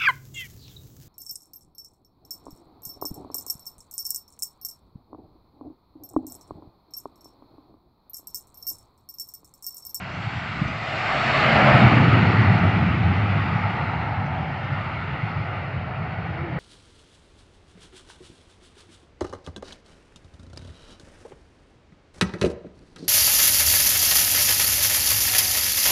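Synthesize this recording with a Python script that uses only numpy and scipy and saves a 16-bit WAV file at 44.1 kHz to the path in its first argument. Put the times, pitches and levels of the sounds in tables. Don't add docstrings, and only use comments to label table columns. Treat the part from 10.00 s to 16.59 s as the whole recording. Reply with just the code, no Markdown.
import sys
import numpy as np
from scipy import signal
from scipy.io import wavfile
from scipy.ndimage import uniform_filter1d

SR = 44100
rng = np.random.default_rng(int(sys.argv[2]) if len(sys.argv) > 2 else 0)


def bounce(signal):
    frames = np.transpose(np.atleast_2d(signal))
    limited = np.clip(frames, -1, 1)
    pcm = np.round(limited * 32767).astype(np.int16)
    wavfile.write(sys.argv[1], SR, pcm)


N = 290619
TIME = np.arange(N) / SR
TURN_S, TURN_SCALE_S = 1.4, 0.32

# frequency_hz, relative_db
BREEZE_SPECTRUM = [(15, -22.5), (36, -20.5), (55, 1.5), (75, 4), (150, -8.5), (400, -21.5), (800, -40),
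                   (3000, -120)]
RUMBLE_SPECTRUM = [(11, -46.5), (20, -26.5), (38, -32.5), (50, -26.5), (64, -12), (80, 9.5), (100, 6),
                   (135, 12), (175, 4.5), (215, -7.5), (300, -58), (700, -120)]
BODY_SPECTRUM = [(30, -57.5), (120, -28), (170, -3), (205, -0.5), (255, -3.5), (320, -8.5), (400, -12),
                 (520, -17.5), (900, -60), (2500, -120)]
HISS_SPECTRUM = [(1200, -10.5), (2300, 2.5), (2850, 1), (3100, -3.5), (3500, -6.5), (3900, -7.5),
                 (4400, -12), (5000, -15.5), (5500, -22), (6200, -29.5), (7500, -31.5), (8100, -35)]
ROAR_SPECTRUM = [(200, -19.5), (330, -8), (450, -6), (620, -8), (850, -7.5), (1050, -2), (1340, -2.5),
                 (1700, -4.5), (2000, -5), (2250, -3.5), (2520, -14.5), (2850, -13.5), (3150, -24),
                 (3800, -50.5), (5000, -92)]
# time_s, pitch_hz, level_db
HUM_CURVE = [(6.2, 326, -52.5), (6.29, 313.4, -49), (6.37, 320, -45.5), (6.44, 350, -38.5),
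             (6.5, 317.6, -39), (6.56, 306, -55)]
# centre_s, peak_db, pitch_hz, half_length_s
BIRD_CHIPS = [(.135, -57, 5900, .012), (.38, -62.5, 5760, 0.036), (.683, -47, 5970, 0.0039),
              (.84, -55, 5930, .004), (2.42, -56, 5980, 0.005), (2.59, -57, 6050, .006),
              (3.17, -63, 6030, .006), (3.77, -64, 5900, .006), (4.267, -61, 6020, .008),
              (4.316, -72, 5960, 0.0044), (4.644, -63, 5950, 0.0055)]
GUST_BUMPS = [(.586, -40, 100, .012), (.6205, -14, 159, 0.0072), (.627, -31.5, 290, 0.0098),
              (.662, -21, 120, 0.0062)]
# peak_s, peak_db, hold_s, rise_db_per_s, fall_db_per_s, before_db, after_db
RUMBLE_SWEEP = (1.76, -15.5, 0.66, 33.5, 7.8, -35.5, -31)
BODY_SWEEP = (1.8, -19.5, -0.01, 35.5, 8.5, -43.5, -44)
# centre_s, gain_db
RUMBLE_SURGES = [(.2, 6), (.27, 11), (.37, 8), (1.85, 4.5), (2.49, 2.5), (3.24, 4.5), (4.24, 5.5),
                 (4.729, 4.5), (5.25, 9), (5.379, 8), (5.78, 4.5), (6.02, 9), (6.55, 6.5)]
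# time_s, pitch_hz
BOOM_PITCH = [(0, 105), (.9, 111), (1.35, 142.4), (1.8, 125.2), (2.2, 111.5), (2.5, 109.4), (3.2, 103.3),
              (3.7, 97.8), (5.4, 98.4), (6.59, 105.6)]
# time_s, power_fraction
BOOM_FRACTION = [(0, 0.7), (1, 0.06), (1.7, 0.79), (2.05, 0.3), (2.4, 1), (2.8, 0.4), (3.2, 0.82), (4, 0.4),
                 (6.59, .2)]
# centre_hz, half_width_hz, gain_db
TREBLE_BANDS = [(2870, 210, 1), (3000, 120, -1.5), (3880, 67, -3), (4360, 160, 3.5), (4700, 90, -1.5),
                (4950, 160, 1)]
# time_s, gain_db
GROUND_BAND_GAIN = [(0, -6), (.6, -9), (1, -4), (1.5, -0.5), (2.2, -5.5), (3, -4.5), (4, -4.5), (4.8, -5),
                    (5.5, 4), (6.59, 7)]
# time_s, pitch_hz
HOWL_PITCH = [(0, 730), (.5, 794), (.8, 720), (1.15, 750), (1.72, 710), (2.1, 760), (3.1, 759), (4.2, 807),
              (4.8, 775), (6.59, 780)]
# time_s, relative_db
HOWL_ENVELOPE = [(0, -43.5), (.55, -39.5), (1.15, -30), (1.72, -18), (2.1, -30), (2.75, -34.5),
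                 (3.65, -30.5), (4.25, -32), (5.15, -41), (6.0, -37.5), (6.59, -38)]
ROAR_ENVELOPE = [(0, -39.5), (.25, -36), (.72, -35), (1.15, -26), (1.45, -21), (1.78, -19), (2.05, -24.5),
                 (2.25, -24), (3, -30.5), (3.65, -31), (4.3, -36), (4.8, -33.5), (5.4, -35), (5.9, -37.5),
                 (6.59, -38.5)]


def amplitude(db):
    return 10 ** (np.asarray(db) / 20)


def unit_rms(x):
    return x / np.sqrt(np.mean(x ** 2) + 1e-20)


def bell(x, centre, half_width):
    return np.exp(-((x - centre) / half_width) ** 2)


def follow(rows, t):
    times, *columns = np.transpose(rows)
    return [np.interp(t, times, column) for column in columns]


def spectral_gain(spectrum, hz):
    points_hz, db = np.transpose(spectrum)
    return amplitude(np.interp(np.log(hz + 1), np.log(points_hz), db))


def grid(size):
    hop = size // 4
    return np.arange(N // hop + 5)[:, None] * hop / SR, np.fft.rfftfreq(size, 1 / SR)


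def unit_band(gain, hz, low_hz, high_hz):
    in_band = (hz > low_hz) & (hz < high_hz)
    return gain / np.sqrt(np.mean(gain ** 2 * in_band, axis=-1, keepdims=True))


def shaped_noise(gain):
    size = 2 * (gain.shape[1] - 1)
    frames = dict(nperseg=size, noverlap=size - size // 4)
    white = signal.stft(rng.standard_normal(N + 2 * size), **frames)[2][:, :len(gain)]
    return signal.istft(white * gain.T, **frames)[1][:N]


def stationary_noise(spectrum, size):
    t, hz = grid(size)
    return unit_rms(shaped_noise(spectral_gain(spectrum, hz) * np.ones_like(t)))


def random_field(shape, frames, bins):
    smooth_in_time = uniform_filter1d(rng.standard_normal(shape), frames, axis=0)
    return unit_rms(uniform_filter1d(smooth_in_time, bins, axis=1))


def steadied(x, amount, samples):
    power = abs(uniform_filter1d(uniform_filter1d(x ** 2, samples), samples)) + 1e-12
    return unit_rms(x / power ** (amount / 2))


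def resonate(x, hz, width_hz):
    carrier = np.exp(2j * np.pi * np.cumsum(hz) / SR)
    pole = np.exp(-np.pi * width_hz / SR)
    baseband = signal.lfilter([1], np.poly([pole, pole]), x / carrier)
    return unit_rms((carrier * baseband).real)


def high_pass(x, edge_hz):
    return signal.sosfilt(signal.butter(4, edge_hz, "high", fs=SR, output="sos"), x)


def tone_bursts(rows):
    return sum(amplitude(db) * bell(TIME, centre_s, half_s) * np.sin(2 * np.pi * hz * (centre_s - TIME))
               for centre_s, db, hz, half_s in rows)


def breeze(level_db=-49):
    return amplitude(level_db) * stationary_noise(BREEZE_SPECTRUM, size=4096)


def hum():
    pitch_hz, level_db = follow(HUM_CURVE, TIME)
    tone = np.sqrt(2) * np.sin(2 * np.pi * np.cumsum(pitch_hz) / SR)
    return amplitude(level_db) * (TIME > HUM_CURVE[0][0]) * tone


def bird(echo_db=-6, t60_s=.25):
    t = TIME[:SR // 2]
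    tail = rng.standard_normal(len(t)) * amplitude(-60 * t / t60_s)
    chips = tone_bursts(BIRD_CHIPS)
    return chips + amplitude(echo_db) * signal.fftconvolve(chips, tail / np.linalg.norm(tail))[:N]


def gust(rush_db=-30, peak_s=0.638, half_length_s=0.082, centre_hz=170, half_width_hz=130):
    t, hz = grid(size=1024)
    rush = unit_rms(shaped_noise(bell(hz, centre_hz, half_width_hz) * np.ones_like(t)))
    return amplitude(rush_db) * bell(TIME, peak_s, half_length_s) * rush + tone_bursts(GUST_BUMPS)


def turned(t):
    return .5 + .5 * np.tanh((t - TURN_S) / TURN_SCALE_S)


def beam_db(t, peak_s, peak_db, hold_s, rise_db_per_s, fall_db_per_s, before_db, after_db):
    approach_db = rise_db_per_s * np.maximum(peak_s - t, 0)
    departure_db = fall_db_per_s * np.maximum(t - peak_s - hold_s, 0)
    swell = amplitude(peak_db - approach_db - departure_db)
    drone = amplitude(before_db + (after_db - before_db) * turned(t))
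    return 20 * np.log10(np.hypot(swell, drone))


def throb_db(spread_db=1.5, surge_half_s=0.024):
    t, _ = grid(size=4096)
    chance_db = spread_db * random_field(t.shape, frames=2, bins=1)[:, 0]
    surges_db = sum(db * bell(TIME, centre_s, surge_half_s) for centre_s, db in RUMBLE_SURGES)
    return np.interp(TIME, t[:, 0], chance_db) + surges_db


def shimmer(t, hz, patch_db=1., swirl_db=1.33, flutter_db=0.39):
    shape = len(t), len(hz)
    bands = sum(db * bell(hz, centre, half_width) for centre, half_width, db in TREBLE_BANDS)
    quick_patches = patch_db * random_field(shape, frames=10, bins=7)
    slow_swirl = swirl_db * random_field(shape, frames=55, bins=4)
    flutter = flutter_db * random_field(t.shape, frames=8, bins=1)
    return amplitude(bands + quick_patches + slow_swirl + flutter)


def hiss(gain_db=-12.0, turn_db=-3.5, doubling_db=-1.85, recede_per_s=.5):
    t, hz = grid(size=1024)
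    (roar_db,) = follow(ROAR_ENVELOPE, t)
    distance_doublings = np.log2(1 + recede_per_s * np.maximum(t - TURN_S, 0))
    level_db = roar_db + gain_db + turn_db * turned(t) + doubling_db * distance_doublings
    tilt_db_per_khz = 1.84 - 1.8 * turned(t) - 0.34 * distance_doublings
    treble_tilt = amplitude(tilt_db_per_khz * np.maximum(hz - 3600, 0) / 1000)
    spectrum = unit_band(spectral_gain(HISS_SPECTRUM, hz) * treble_tilt, hz, 3000, 5500)
    return shaped_noise(spectrum * amplitude(level_db) * shimmer(t, hz))


def exhaust_body(gain_db=-0.4):
    chesty = steadied(stationary_noise(BODY_SPECTRUM, size=2048), amount=0.78, samples=6000)
    return amplitude(beam_db(TIME, *BODY_SWEEP) + gain_db) * chesty


def rumble(gain_db=-1.05, upper_ratio=1.618, upper_db=-7.0):
    level_db = beam_db(TIME, *RUMBLE_SWEEP) + throb_db() + gain_db
    (boom_hz,), (fraction,) = follow(BOOM_PITCH, TIME), follow(BOOM_FRACTION, TIME)
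    broad = stationary_noise(RUMBLE_SPECTRUM, size=4096)
    eddies = high_pass(rng.standard_normal(N), edge_hz=65)
    lower = resonate(eddies, boom_hz, width_hz=20)
    upper = amplitude(upper_db) * resonate(eddies, boom_hz * upper_ratio, width_hz=36)
    boom = steadied(lower + upper, amount=1.0, samples=5000)
    mix = np.sqrt(1 - fraction) * broad + np.sqrt(fraction) * boom
    return high_pass(amplitude(level_db) * steadied(mix, amount=0.7, samples=3200), edge_hz=42)


def reflection(hz, delay_s=0.001635, first_peak_hz=125, strength=0.42, fade_hz=2500):
    echo = strength * bell(hz, 0, fade_hz)
    return abs(1 + echo * np.exp(-2j * np.pi * (hz - first_peak_hz) * delay_s))


def ground_effect(t, hz, centre_hz=437, half_width_hz=170):
    (band_db,) = follow(GROUND_BAND_GAIN, t)
    return amplitude(band_db * bell(hz, centre_hz, half_width_hz))


def roar(wash_gain_db=-0.5, howl_gain_db=-1.6, howl_half_width_hz=135, howl_skirt_hz=690):
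    t, hz = grid(size=1024)
    (wash_db,) = follow(ROAR_ENVELOPE, t)
    wash = spectral_gain(ROAR_SPECTRUM, hz) * reflection(hz) * ground_effect(t, hz)
    wash = unit_band(wash, hz, 1100, 2800) * amplitude(wash_db + wash_gain_db)
    (howl_db,), (howl_hz,) = follow(HOWL_ENVELOPE, t), follow(HOWL_PITCH, t)
    detuning = (hz - howl_hz) / howl_half_width_hz
    howl = bell(hz, howl_hz, howl_skirt_hz) / np.sqrt(1 + detuning ** 4)
    howl = unit_band(howl, hz, 600, 1000) * amplitude(howl_db + howl_gain_db)
    return shaped_noise(np.hypot(wash, howl) * shimmer(t, hz))


def scene():
    airliner = roar() + hiss() + exhaust_body() + rumble()
    return (airliner + breeze() + gust() + bird() + hum())[None]


def record(dry, ceiling=.9, edge_hz=8090):
    rounded = dry / (1 + (dry / ceiling) ** 6) ** (1 / 6)
    taps = signal.firwin(221, edge_hz, window=("kaiser", 8), fs=SR)
    return signal.oaconvolve(rounded, taps[None], "same")


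dry = scene()
out = record(dry)
bounce(out)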